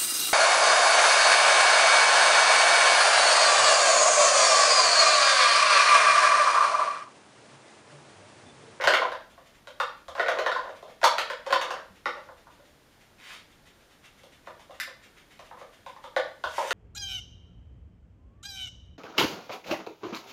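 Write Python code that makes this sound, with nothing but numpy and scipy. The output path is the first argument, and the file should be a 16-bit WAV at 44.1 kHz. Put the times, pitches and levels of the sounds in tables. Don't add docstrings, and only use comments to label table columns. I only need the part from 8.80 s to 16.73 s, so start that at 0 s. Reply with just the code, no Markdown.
import sys
import numpy as np
from scipy import signal
from scipy.fft import rfft, irfft
from scipy.io import wavfile

SR = 44100
rng = np.random.default_rng(int(sys.argv[2]) if len(sys.argv) > 2 else 0)


def linear_from_db(decibels):
    return 10 ** (np.asarray(decibels, float) / 20)


def store_wav(level_fs):
    pcm = np.round(np.clip(np.atleast_2d(level_fs), -1, 1) * 32767)
    wavfile.write(sys.argv[1], SR, pcm.T.astype(np.int16))


N = 349706
T = np.arange(N) / SR

# f/Hz, level/dB per Hz
HISS_COLOUR = [(12, -36.5), (20, 2.5), (270, -1.5), (377, -3.5), (624, -5.5), (1260, -10.5), (1400, -8),
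               (2600, -14.5), (3530, -14), (3950, -15.5), (16000, -27.5)]
# f/Hz, t60/s
ROOM_T60 = [(350, 0.38), (800, 0.4), (2000, 0.4), (5000, 0.38), (12000, 0.2)]
# delay t/s, level/dB
WALL_ECHOES = [(.0055, -12), (.0125, -14.5), (.0145, -23.5), (.022, -19), (.033, -17)]
# f/Hz, width f/Hz
PORT_NOTCH = (7880, 330)
# t/s, level/dB, f/Hz
PAW_THUDS = [
    (0.048, -48, 101),
    (0.057, -48.5, 183),
    (1.28, -51, 75.5),
    (3.092, -52, 91),
    (3.101, -49.5, 193),
    (3.26, -45, 266),
    (3.271, -37.5, 350),
    (2.739, -33.5, 350),
    (5.679, -48.5, 350),
    (7.659, -48.5, 74),
]
# f/Hz, width f/Hz, level/dB
NOSTRILS = [(2050, 740, 0), (3150, 910, -1.5), (1360, 960, -6), (6050, 2200, 2), (10500, 5000, -29)]
# first t/s, last t/s, first level/dB, last level/dB
SNIFF_RUNS = [(0.508, 0.666, -59, -58), (0.75, 0.76, -61, -62), (1.173, 1.18, -62.5, -60),
              (1.961, 2.102, -55.5, -58.5), (3.16, 3.855, -60, -62), (4.125, 4.13, -66, -64),
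              (4.211, 4.281, -59.5, -59.5), (4.71, 4.867, -61.5, -56.5), (5.008, 5.114, -64.5, -60),
              (5.246, 5.25, -53, -50), (5.386, 5.948, -59, -57), (6.236, 6.793, -55, -57.5),
              (6.934, 7.238, -58, -56.5)]
# start t/s, peak t/s, end of blow t/s, hiss level/dB, nasal body over hiss level/dB
SNORTS = [
    (4.38, 4.52, 4.528, -57, 11),
    (7.654, 7.766, 7.91, -41.5, -4.5),
]
# f/Hz, level/dB, t60/s
LID_RING = [(1423, -2.5, 0.023), (1557, -3.5, 0.027), (1759, -2, .012), (2010, -2.5, 0.0079)]
# f/Hz, level/dB, t60/s
TRAY_BOOM = [(350, -17, 0.068), (481.7, -5, 0.081), (547, 1.5, 0.04), (628.7, 1.5, 0.056)]
# f/Hz, level/dB, t60/s
TRAY_WALL = [(782, -3, 0.02), (919, -3.5, 0.027), (1050, -1.5, 0.028), (1171, -2, 0.016)]
# f/Hz, level/dB, t60/s
RIM = [(2400, -15.5, 0.0036), (2870, -9, 0.0021), (3204, -15.5, 0.0039), (4500, -26.5, 0.0025)]
# f/Hz, level/dB, t60/s
TICK = [(6040, -4, 0.0013), (6980, -34.5, 0.0013), (8400, -21.5, 0.0032), (12200, -38, .0015)]
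KNOCK_FAMILY_DB = [1, -2.5, 4.5, 13, 17.5]
RATTLE_FAMILY_DB = [-15.5, -18.5, -18.5, -8, -17]
# low f/Hz, high f/Hz, grit t60/s, level/dB
CRACKS = [(2120, 4290, 0.017, 2.0), (5200, 18000, 0.0047, -8)]
# t/s, lid level/dB, boom and wall over lid level/dB, hardness level/dB
SHOVES = [(0.0114, -24.5, -14, -27, 1), (0.0393, -18, -7, -8.5, -1.5), (0.0732, -9.5, -5, -7, 0),
          (0.1194, -26, 0, -26, 5), (0.1376, -13.5, -8.5, -10, 2), (0.2184, -22.5, -4, -0.5, -11),
          (0.3194, -29, -3, -0.5, -1.5), (1.0006, -23.5, -6.5, -1, 0.5), (1.2824, -40.5, 0.5, 3.5, 10),
          (1.3518, -37, -1, 3, 4), (1.3788, -29.5, -12, -9, -12), (1.3962, -12, -14, -15.5, -13),
          (1.4621, -20.5, -7, -24, -14), (1.4835, -16, -7, -6.5, -4.5), (1.5875, -23, 4, -5, -0.5),
          (1.6626, -12.5, -10.5, -9, -11), (1.7165, -22.5, -7, -13, -4), (1.7609, -27, -3.5, -2.5, -6.5),
          (1.8384, -44, 13, 9, 2)]
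# t/s, lid level/dB, boom and wall over lid level/dB, hardness level/dB
DROPS = [(2.2153, -34.5, -23, 1, 3), (2.2312, -18, 0, -24, -1.5), (2.2354, -45, -5, -6, 10),
         (2.2411, -15.5, -10, 4.5, 13), (2.383, -19.5, -6, -4, 7.5), (2.5005, -24.5, -6, -6, 1),
         (2.6645, -34, 6, 6, 6.5), (2.7064, -27.5, 1, -3, 4.5), (2.7261, -13, -11, -3.5, 1),
         (2.8141, -26.5, -29, -4, 8.5), (2.9065, -27, -9.5, 0.5, 5.5), (3.2573, -17.5, -10.5, -4, -9.5),
         (3.3684, -40.5, 1, -3, -7), (7.3636, -17, -2, -5.5, -5), (7.6387, -24.5, -5, -3, 0.5),
         (7.781, -29, 1.5, 1, -4), (7.9079, -19, -6, -7, 6.5)]
# t/s, lid level/dB, boom and wall over lid level/dB, hardness level/dB
NUDGES = [(0.5774, -51.5, 7, 4, -1), (0.8724, -36.5, -6.5, -6, 4.5), (2.0264, -54.5, 15, 9, 16),
          (2.0792, -49.5, 3, 2.5, 2), (3.4875, -45, 2.5, 0, -16), (3.6684, -51.5, -2, 1, -11),
          (3.7958, -58.5, 7, -1, -7), (5.4345, -60, 10.5, 5.5, 24.5), (5.6715, -36.5, 0, -2, -5),
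          (5.7954, -58.5, -1, 7, 17), (5.8944, -60.5, 17.5, 10, 1), (5.9085, -52, -9, 7.5, 13),
          (6.0744, -45, 1, -5, 7), (6.5924, -49, 1.5, 1, 13), (6.7114, -44, -5, 7, -15),
          (6.7704, -53.5, 4, 7, 1), (6.8134, -41.5, 2, -3, -6), (7.0628, -42, 2, 2.5, 6.5),
          (7.1631, -47, -6, 5, -3), (7.2404, -44.5, 3.5, 6.5, 7.5)]
# start t/s, end t/s, first level/dB, last level/dB
DRAGS = [
    (0.0, 0.064, -19, -24.5),
    (0.072, 0.328, -23.5, -36.5),
    (1.34, 1.665, -28.5, -26.5),
    (1.72, 1.897, -44, -30),
    (2.222, 2.242, -18, -12),
    (2.25, 2.356, -38, -54),
    (2.658, 2.73, -31, -24.5),
    (2.738, 3.0, -32, -35.5),
    (7.802, 7.893, -29, -40),
    (7.9, 7.908, -19, -22),
]
# t/s, peak level/dB
CLAW_CLACK = [
    (6.0002, -17),
]
# f/Hz, level/dB, t60/s
LOOSE_LID = [(1585, -7.5, 0.051), (1784, 1.5, 0.016), (2006, 3.5, 0.015), (2340, -5.5, 0.02),
             (4840, -11, 0.01)]


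def rms_one(x):
    return x / np.sqrt(np.mean(x ** 2) + 1e-20)


def at_hz(points, hz):
    table = np.array(points)
    return np.interp(np.log(hz), np.log(table[:, 0]), table[:, 1])


def band_filter(x, low_hz, high_hz):
    return signal.sosfilt(signal.butter(2, [low_hz, high_hz], "band", fs=SR, output="sos"), x)


def spans_gain(spans):
    gain = 0
    for span in spans:
        times, levels_db = np.transpose(span)
        gain = gain + linear_from_db(np.interp(T, times, levels_db, left=-200, right=-200))
    return gain


def ring(clicks, hz, t60):
    shrink = linear_from_db(-60 / (t60 * SR))
    turn = 2 * np.pi * hz / SR
    return signal.lfilter([0, np.sin(turn)], [1, -2 * shrink * np.cos(turn), shrink ** 2], clicks + 1e-18)


def resonate(x, hz, width_hz):
    r = np.exp(-np.pi * width_hz / SR)
    top = np.array([1, 0, -1]) * (1 - r * r) / 2
    return signal.lfilter(top, [1, -2 * r * np.cos(2 * np.pi * hz / SR), r * r], x)


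def add_at(out, start_s, wave):
    out[round(start_s * SR):][:len(wave)] += wave


def hiss():
    hz = np.maximum(np.arange(N // 2 + 1) * SR / N, 1)
    spectrum = rfft(rng.standard_normal(N)) * linear_from_db(at_hz(HISS_COLOUR, hz))
    return linear_from_db(-59.5) * rms_one(irfft(spectrum, N))


def room_echo():
    t = T[:SR * 3 // 4]
    echo = 0
    edges = 125 * 2 ** np.arange(0, 7.1, .5)
    for low, high in zip(edges, edges[1:]):
        band = band_filter(rng.standard_normal(len(t)), low, high)
        echo = echo + band * linear_from_db(-60 * t / at_hz(ROOM_T60, np.sqrt(low * high)))
    echo = echo * (1 - np.exp(-(t / 0.0026) ** 2))
    echo = echo / np.sqrt(np.sum(echo ** 2))
    for k, (delay_s, db) in enumerate(WALL_ECHOES):
        echo[round(delay_s * SR)] += linear_from_db(db) * (-1) ** k
    return echo


def room(x):
    direct_db, bass_db, echo_db = -6.5, -4.5, 0
    bass = signal.sosfilt(signal.butter(1, 1870, fs=SR, output="sos"), x)
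    echoed = signal.fftconvolve(x, room_echo())[:N]
    return linear_from_db(direct_db) * x + linear_from_db(bass_db) * bass + linear_from_db(echo_db) * echoed


def paws():
    push = np.hanning(120) / 60
    out = 0
    for s, db, hz in PAW_THUDS:
        click = np.zeros(N)
        click[int(s * SR)] = 1
        out = out + linear_from_db(db) * ring(np.convolve(click, push)[:N], hz, 0.28)
    return out


def sniff_puffs():
    period_s, width_s = 0.14, 0.0089
    out = 0
    for first, last, first_db, last_db in SNIFF_RUNS:
        count = round((last - first) / period_s) + 1
        for s, db in zip(np.linspace(first, last, count), np.linspace(first_db, last_db, count)):
            out = out + linear_from_db(db) * np.exp(-.5 * ((T - s) / width_s) ** 2)
    return out


def snort_shape(start, peak, end, db):
    rise_db, sag_db_per_s, fade_db_per_s = 14, 20.5, 302
    held_db = db - sag_db_per_s * (end - peak)
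    return [(start, db - rise_db), (peak, db), (end, held_db), (end + 0.095, held_db - 0.11 * fade_db_per_s)]


def nose():
    air = rng.standard_normal((2, N))
    voiced = [linear_from_db(db) * resonate(air[k % 2], hz, width_hz) for k, (hz, width_hz, db) in enumerate(NOSTRILS)]
    body = rms_one(sum(voiced[:3]))
    breath = rms_one(sum(voiced[3:]))
    flutter = linear_from_db(5.4 * rms_one(resonate(rng.standard_normal(N), 82, 78)))
    body_gain = spans_gain([snort_shape(*times, db + over_db) for *times, db, over_db in SNORTS])
    breath_gain = spans_gain([snort_shape(*times, db) for *times, db, over_db in SNORTS])
    snorts = flutter * (linear_from_db(-2.0) * body_gain * body + linear_from_db(-13.5) * breath_gain * breath)
    return sniff_puffs() * (body + linear_from_db(-15) * breath) + snorts


def strike(hz, t60, rise_s):
    t = T[:SR // 10]
    return np.sin(2 * np.pi * hz * t) * linear_from_db(-60 * t / t60) * (1 - np.exp(-t / rise_s))


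def crack(noise, low_hz, high_hz, t60):
    burst = .12 * noise * linear_from_db(-60 * T[:len(noise)] / t60)
    burst[0] = 1
    burst = band_filter(burst, low_hz, min(high_hz, .45 * SR))
    return burst / np.max(np.abs(burst))


def knock_levels():
    s, lid, boom, wall, hard = np.transpose(sorted(SHOVES + DROPS + NUDGES))
    rim = -13 + 0.66 * hard
    tick = -22.5 + 1.16 * hard
    over_lid = np.transpose([0 * lid, boom, wall, rim, tick])
    return s, lid[:, None] + over_lid + KNOCK_FAMILY_DB


def rattle_touches():
    dragged = spans_gain([[(start, first_db), (end, last_db)] for start, end, first_db, last_db in DRAGS])
    touched = rng.random(N) < 150 / SR
    return touched * linear_from_db(4.22 * np.minimum(rng.exponential(1, N), 4)) * dragged


def claw_clack(out):
    for s, db in CLAW_CLACK:
        low_noise, high_noise = rng.standard_normal((2, 1024))
        add_at(out, s, linear_from_db(db - 2.0) * crack(low_noise, 2700, 5270, 0.014))
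        add_at(out, s, -linear_from_db(db - 3.0) * crack(high_noise, 7500, 14400, 0.0053))
        for hz, level_db, t60 in LOOSE_LID:
            add_at(out, s, linear_from_db(db - 5.5 + level_db) * strike(hz, t60, 0.77 / hz))


def plastic():
    times, family_db = knock_levels()
    touches = rattle_touches()
    strength, shift = rng.standard_normal((2, len(times), 20))
    out = np.zeros(N + SR)
    for k, family in enumerate([LID_RING, TRAY_BOOM, TRAY_WALL, RIM, TICK]):
        for j, (hz, level_db, t60) in enumerate(family):
            mode = 4 * k + j
            rattle = touches * rng.standard_normal(N) * linear_from_db(RATTLE_FAMILY_DB[k] + level_db)
            out[:N] += ring(rattle, hz, t60)
            for i, s in enumerate(times):
                gain = linear_from_db(family_db[i, k] + level_db + 3.43 * strength[i, mode]) * (-1) ** j
                add_at(out, s, gain * strike(hz * (1 + 0.037 * shift[i, mode]), t60, 0.49 / hz))
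    for k, (low_hz, high_hz, t60, level_db) in enumerate(CRACKS):
        for i, s in enumerate(times):
            wave = crack(rng.standard_normal(1024), low_hz, high_hz, t60)
            add_at(out, s, linear_from_db(family_db[i, 3 + k] + level_db) * wave * (-1) ** k)
    claw_clack(out)
    return signal.sosfilt(signal.butter(4, 320, "high", fs=SR, output="sos"), out[:N])


def scene():
    return (room(plastic() + nose()) + paws() + hiss())[None]


def top_cut(x):
    return signal.sosfilt(signal.butter(12, 16500, fs=SR, output="sos"), x)


def record(dry):
    hz, width_hz = PORT_NOTCH
    notched = dry - .85 * resonate(dry, hz, width_hz)
    mix = signal.sosfilt(signal.cheby2(12, 45, 16000, fs=SR, output="sos"), notched)
    return top_cut(mix)


dry = scene()
out = record(dry)
store_wav(out)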